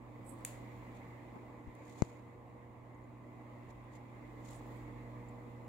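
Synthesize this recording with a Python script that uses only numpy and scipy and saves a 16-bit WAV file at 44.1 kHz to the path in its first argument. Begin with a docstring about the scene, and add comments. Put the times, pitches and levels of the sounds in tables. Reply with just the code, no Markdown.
"""A hand-held camera moves along a large indoor aquarium. Throughout, filter water rushes and trickles
and the pumps hum on mains harmonics. Fingers rub the camera at 0.3 s; a drip ticks in the room at 0.45 s.
Near 1.4 s: two filter gulps, two light knocks, then a low thump and a faint, bright, dry click on the
left. At 2.0 s a sharp knock lands at the left microphone port. From 2.9 s small bubbles ping, among
soft swishes, one more drip and more rubs; hum and rush swell near 4.7 s as the camera comes close."""
import sys
import numpy as np
from scipy import signal
from scipy.fft import rfft, irfft, next_fast_len
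from scipy.io import wavfile
from scipy.ndimage import uniform_filter1d, map_coordinates

SR = 44100
rng = np.random.default_rng(int(sys.argv[2]) if len(sys.argv) > 2 else 0)


def transcribe(signal):
    """Save signal, clipped to [-1, 1], as a 16-bit WAV file at the path in sys.argv[1]."""
    frames = np.atleast_2d(signal).T
    limited = np.clip(frames, -1, 1)
    pcm = np.round(limited * 32767).astype(np.int16)
    wavfile.write(sys.argv[1], SR, pcm)


N = 250488

# Spectral shapes: freq_hz, density_db
RUMBLE_SPECTRUM = [(10, -32), (25, -11), (38, -7), (50, 5.5), (75, 2.5), (100, 6), (140, -1), (200, 2.5),
                   (300, -28), (600, -49.5)]
RUSH_SPECTRUM = [(100, -21), (200, 1.5), (310, 5.5), (400, -2), (580, 0), (740, -2.5), (880, -2),
                 (1120, -4), (1300, -12), (1550, -20.5), (2200, -29), (5000, -53)]
TRICKLE_SPECTRUM = [(900, -52), (1500, -11), (1850, -3.5), (2020, 0), (2130, -2), (2280, -5), (3000, -17.5),
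                    (3600, -19.5), (5000, -30.5), (8000, -39)]
FIZZ_SPECTRUM = [(1500, -26), (3400, 5.5), (4500, 1.5), (5600, -5), (7500, -2), (9400, -11.5), (11500, -3),
                 (13500, -5.5), (15500, -2)]
TICK_SPECTRUM = [(500, -10), (1400, -2), (2200, 1), (3100, -3), (4200, -5), (5400, -9), (7200, 2),
                 (8200, 2), (9400, -3), (10800, 2), (13000, -4), (15500, -7)]
RUB_SPECTRUM = [(2000, -32), (6000, -28), (6900, -11), (7900, 1), (9300, -3), (10800, -3), (12200, -10),
                (15500, -21)]
SWISH_SPECTRUM = [(1000, -15), (2200, -2), (3700, 1), (5400, -4), (7000, 0), (8300, -6), (9500, -12),
                  (11000, -9), (13000, -13), (15500, -18)]
# Left-right likeness of the water noise: freq_hz, coherence
COHERENCE = [(60, 0.65), (130, 0.79), (290, 0.73), (640, 0.52), (1400, 0), (3000, 0.061), (7000, 0)]
# Nearness to outlet and pump, trickle strength; used about their means: time_s, level_db
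OUTLET_NEARNESS = [(0.0, -62), (0.47, -58.5), (1.69, -61.5), (1.91, -60.5), (2.72, -64), (3.57, -61),
                   (4.0, -62), (4.73, -58), (4.9, -60), (5.68, -60.5)]
PUMP_NEARNESS = [(0.05, -56.5), (0.65, -52.5), (1.62, -58.5), (2.6, -58), (3.7, -55.5), (4.2, -56),
                 (4.7, -51.5), (5.2, -51.5), (5.63, -53.5)]
TRICKLE_STRENGTH = [(0.0, -74), (0.6, -68), (1.03, -67), (1.55, -72), (2.02, -69.5), (2.4, -74.5),
                    (3.29, -74.5), (3.49, -71.5), (4.89, -68.5), (5.68, -72)]
# Pump hum (pan is left minus right throughout): mains_harmonic, level_db, pan_db
HUM_PARTIALS = [(2, -55.5, -3), (4, -63.5, -1.5), (5, -64, -2.5), (6, -70.5, 2), (8, -68, 1), (9, -78, -2),
                (10, -80, -9), (14, -75.5, 8.5), (15, -74, -1), (17, -71.5, -4.5), (18, -78.5, 6.5),
                (19, -76.5, -0.5)]
# Standing waves along the camera's path: mains_harmonic, crest_s, period_s, swing_db
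STANDING_WAVES = [(4, 5.24, 1.8, 1.8), (5, 3.27, 1.5, 2.5), (8, 1.91, 3.54, 3.5)]
# Blows on the camera body: start_s, strength_db, pan_db, thump_hz, hardness_hz
CAMERA_KNOCKS = [(1.357, -41, -6, 259, 900), (1.432, -43, 0, 330, 500), (1.674, -26.5, 15, 45, 90),
                 (2.0217, -22.5, 36.5, 129, 1050)]
# A drip, a faint bright dry click on the left, a drip:
# start_s, direct_db, pan_db, crack_t60_s, room_db, tilt_db_per_octave
TICK_EVENTS = [(0.449, -19, -2, 0.0066, -52, 0), (1.752, -42, 8, 0.0029, -88, 1),
               (4.509, -47, -4, 0.0085, -83, 0)]
# Room decay: freq_hz, t60_s
ROOM_DECAY = [(300, 0.45), (2000, 0.81), (7000, 0.36), (15000, 0.28)]
# Filter gulps, soft swishes, finger rubs: centre_s, sigma_s, level_db, pan_db
FILTER_GULPS = [(1.362, 0.018, -53, 1), (1.433, 0.011, -62, 5)]
SOFT_SWISHES = [(.97, 0.019, -77, -6), (1.99, 0.11, -70, -0.5), (3.703, 0.0088, -73, -4),
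                (3.952, 0.018, -71, -1), (4.456, 0.01, -71.5, -2), (4.52, 0.058, -68, 0)]
FINGER_RUBS = [(.298, 0.023, -69, -20.5), (.39, 0.038, -83, -9), (4.56, 0.017, -76, -16),
               (4.77, 0.012, -81, -3), (5.289, 0.0061, -81, 5)]
# Bursting bubbles: start_s, pitch_hz, level_db
BUBBLE_PINGS = [(2.945, 6700, -77), (3.038, 7000, -77), (3.839, 8600, -75), (5.285, 7300, -63)]
# Microphone port modes, left list then right: centre_hz, width_hz, gain_db
PORT_MODES = [
    [(6950, 520, 9), (11200, 1500, -18)],
    [(8150, 600, 3), (10900, 1200, -4)],
]

MAINS_HZ, IMPELLER_HZ = 60, 48.2
TIME_S = np.arange(N) / SR


def water(pump_db, outlet_db, trickle_db):
    """Filter flow: tank rumble, rush and trickle throbbing with the pump, housing whine, fine fizz."""
    throb = 1 + 0.099 * np.sin(2 * np.pi * 2 * MAINS_HZ * TIME_S)
    rumble = amp(-62.5 + 0.44 * pump_db) * flow_noise(RUMBLE_SPECTRUM, patchy_db=0.2, pan_db=-0.87)
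    rush = amp(-56.5 + 0.96 * outlet_db) * flow_noise(RUSH_SPECTRUM, patchy_db=1.24, pan_db=-2.2)
    trickle = amp(-68 + 0.96 * trickle_db) * flow_noise(TRICKLE_SPECTRUM, patchy_db=1.9, pan_db=-1.5)
    housing = filtered(rng.standard_normal(N), lambda f: resonance(f, hz=2028, width_hz=137) ** 2)
    whine = amp(-77 + 0.96 * trickle_db) * unit_rms(housing)
    fizz = amp(-82 + 3.2 * outlet_db) * flow_noise(FIZZ_SPECTRUM, patchy_db=0.8, pan_db=-0.8)
    return rumble + throb * (rush + trickle) + whine + fizz


def pump_hum(near_db):
    """Mains harmonics; the camera crosses standing waves, and the short waves waver at random."""
    standing_db = {harmonic: swing_db * np.cos(2 * np.pi * (TIME_S - crest_s) / period_s)
                   for harmonic, crest_s, period_s, swing_db in STANDING_WAVES}
    delay_s = np.array([[90e-6], [-90e-6]])  # pump to the right
    out = np.zeros((2, N))
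    for harmonic, level_db, pan_db in HUM_PARTIALS:
        hz = MAINS_HZ * harmonic
        waver = min(hz / 900, 1)
        growth = 0.95 if harmonic <= 4 else 0.43
        swell_db = growth * near_db + standing_db.get(harmonic, 0) + 0.88 * waver * wobble(2.16)
        phase = 2 * np.pi * (hz * (TIME_S - delay_s) + rng.random()) + 1.08 * waver * wobble(1.66)
        out += amp(level_db + swell_db) * panned(pan_db) * np.sqrt(2) * np.sin(phase)
    return out


def impeller(near_db):
    """Unbalanced impeller: a deep, wavering drone, heard only close by."""
    phase = 2 * np.pi * IMPELLER_HZ * TIME_S + 0.5 * wobble(0.67)
    level_db = -68 + 2.3 * near_db + 2.6 * wobble(3.5)
    return amp(level_db) * panned(0.16) * np.sin(phase)


def knocks():
    """Blows on the camera: a damped thump at the near port, a tick through the casing to both."""
    def casing(f):
        return (amp(-23) * resonance(f, 2040, 300) + amp(-27.5) * resonance(f, 4460, 1500)
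                + amp(-28.5) * resonance(f, 6400, 2000))

    out = np.zeros((2, N))
    for start_s, strength_db, pan_db, thump_hz, hardness_hz in CAMERA_KNOCKS:
        blow = np.zeros(N)
        blow[round(start_s * SR)] = amp(strength_db + 33)
        thump = lambda f: panned(pan_db) * resonance(f, thump_hz, 0.96 * thump_hz) / (1 + 1j * f / 3000)
        tick = lambda f: amp(abs(pan_db) / 2) * amp([[0], [-12]]) * casing(f)
        # 35 Hz high-pass, hardness low-pass, 9 kHz roll-off
        contact = lambda f: 1j * f / (35 + 1j * f) / (1 + 1j * f / hardness_hz) / (1 + (f / 9000) ** 6)
        out += filtered(blow, lambda f: (thump(f) + tick(f)) * contact(f))
    return out


def drips_and_click(crack_rise_s=0.0014, room_rise_s=0.0029):
    """Short cracks of noise; the hard room answers the two drips, the click stays almost dry."""
    t = np.arange(SR // 2) / SR
    freq_hz = np.fft.rfftfreq(len(t), 1 / SR)
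    octaves = np.log2(np.maximum(freq_hz, 1500) / 7000)
    out = np.zeros((2, N + SR))
    for start_s, direct_db, pan_db, crack_t60_s, room_db, tilt_db_per_octave in TICK_EVENTS:
        noise = rng.standard_normal((2, 2, len(t)))
        direct, diffuse = irfft(rfft(noise) * amp(tilt_db_per_octave * octaves), len(t))
        crack = direct * amp(direct_db - 60 * t / crack_t60_s) * (1 - np.exp(-t / crack_rise_s))
        band_hz, age_s, bands = signal.stft(diffuse, SR, nperseg=256)
        decay = amp(-60 * age_s / log_interp(ROOM_DECAY, band_hz)[:, None])
        tail = signal.istft(bands * decay, SR, nperseg=256)[1][:, :len(t)]
        tail *= amp(room_db) * (1 - np.exp(-t / room_rise_s))
        out[:, round(start_s * SR):][:, :len(t)] += panned(pan_db) * crack + tail
    return coloured(out[:, :N], TICK_SPECTRUM)


def strokes(events, spectrum, rough_db):
    """Gulps, swishes or rubs: grainy noise under Gaussian swells."""
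    swell = sum(amp(level_db) * panned(pan_db) * np.exp(-0.5 * ((TIME_S - centre_s) / sigma_s) ** 2)
                for centre_s, sigma_s, level_db, pan_db in events)
    grains = rng.standard_normal((2, N)) * amp(rough_db * wobble(160))
    return swell * unit_rms(coloured(grains, spectrum))


def bubbles(t60_s=0.035, rise_s=0.002):
    """Each bursting bubble rings briefly at its own pitch."""
    t = np.arange(SR // 10) / SR
    envelope = amp(-60 * t / t60_s) * (1 - np.exp(-t / rise_s))
    out = np.zeros(N + SR)
    for start_s, pitch_hz, level_db in BUBBLE_PINGS:
        out[round(start_s * SR):][:len(t)] += amp(level_db) * envelope * np.sin(2 * np.pi * pitch_hz * t)
    return out[:N]


def microphone_hiss(level_db=-88):
    """Steady white noise, independent per channel."""
    return amp(level_db) * rng.standard_normal((2, N))


def flow_noise(spectrum, patchy_db, pan_db):
    """Diffuse stereo noise with random time-frequency patches; rms 1 before panning."""
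    def mid_side(f):
        angle = np.arccos(log_interp(COHERENCE, f)) / 2
        return amp(log_interp(spectrum, f)) * np.array([np.cos(angle), np.sin(angle)])

    bands = signal.stft(rng.standard_normal((2, N)), nperseg=512)[2]
    patches = uniform_filter1d(rng.standard_normal(bands.shape[1:]), size=4, axis=0)
    patches = unit_rms(uniform_filter1d(patches, size=8, axis=1))
    noise = signal.istft(bands * amp(patchy_db * patches), nperseg=512)[1][:, :N]
    mid, side = filtered(noise, mid_side)
    return unit_rms(np.array([mid + side, mid - side])) * panned(pan_db)


def amp(db):
    """Decibels to gain."""
    return 10 ** (np.asarray(db) / 20)


def unit_rms(x):
    """x at rms 1."""
    return x / np.sqrt(np.mean(x ** 2) + 1e-20)


def panned(pan_db):
    """Left and right gains."""
    return amp([[pan_db / 2], [-pan_db / 2]])


def log_interp(points, hz):
    """Table value at hz, on a log frequency axis."""
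    knots_hz, values = np.transpose(points)
    return np.interp(np.log(hz + 1), np.log(knots_hz + 1), values)


def swing(points):
    """Per-sample level in dB about its mean."""
    level_db = np.interp(TIME_S, *np.transpose(points))
    return level_db - level_db.mean()


def wobble(rate_hz):
    """Smooth random curve, rate_hz knots a second."""
    return map_coordinates(rng.standard_normal(512), [TIME_S * rate_hz], mode="mirror")


def filtered(x, response):
    """x through a complex frequency response."""
    size = next_fast_len(N + SR // 2)
    return irfft(rfft(x, size) * response(np.fft.rfftfreq(size, 1 / SR)), size)[..., :N]


def resonance(f, hz, width_hz):
    """Causal response of one mode, 1 at its centre."""
    return 1j * f * width_hz / (hz * hz - f * f + 1j * f * width_hz)


def coloured(x, spectrum):
    """x through a spectrum, keeping the power of white noise."""
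    return filtered(x, lambda f: unit_rms(amp(log_interp(spectrum, f))))


def scene():
    """Water and pump swell as the camera nears; handling sounds and hiss lie on top."""
    pump_db = swing(PUMP_NEARNESS)
    tank = water(pump_db, swing(OUTLET_NEARNESS), swing(TRICKLE_STRENGTH))
    tank += pump_hum(pump_db) + impeller(pump_db) + bubbles()
    ticks = drips_and_click()
    gulps = strokes(FILTER_GULPS, RUSH_SPECTRUM, rough_db=2.5)
    swishes = strokes(SOFT_SWISHES, SWISH_SPECTRUM, rough_db=2.5)
    rubs = strokes(FINGER_RUBS, RUB_SPECTRUM, rough_db=2.0)
    return tank + ticks + gulps + swishes + rubs + knocks() + microphone_hiss()


def record(dry):
    """Each microphone port rings in the treble; band limit 15.8 kHz."""
    def port(f, modes):
        return 1 + sum(amp(gain_db) * resonance(f, hz, width_hz) for hz, width_hz, gain_db in modes)

    return filtered(dry, lambda f: np.array([port(f, modes) for modes in PORT_MODES]) * (f < 15800))


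dry = scene()
out = record(dry)
transcribe(out)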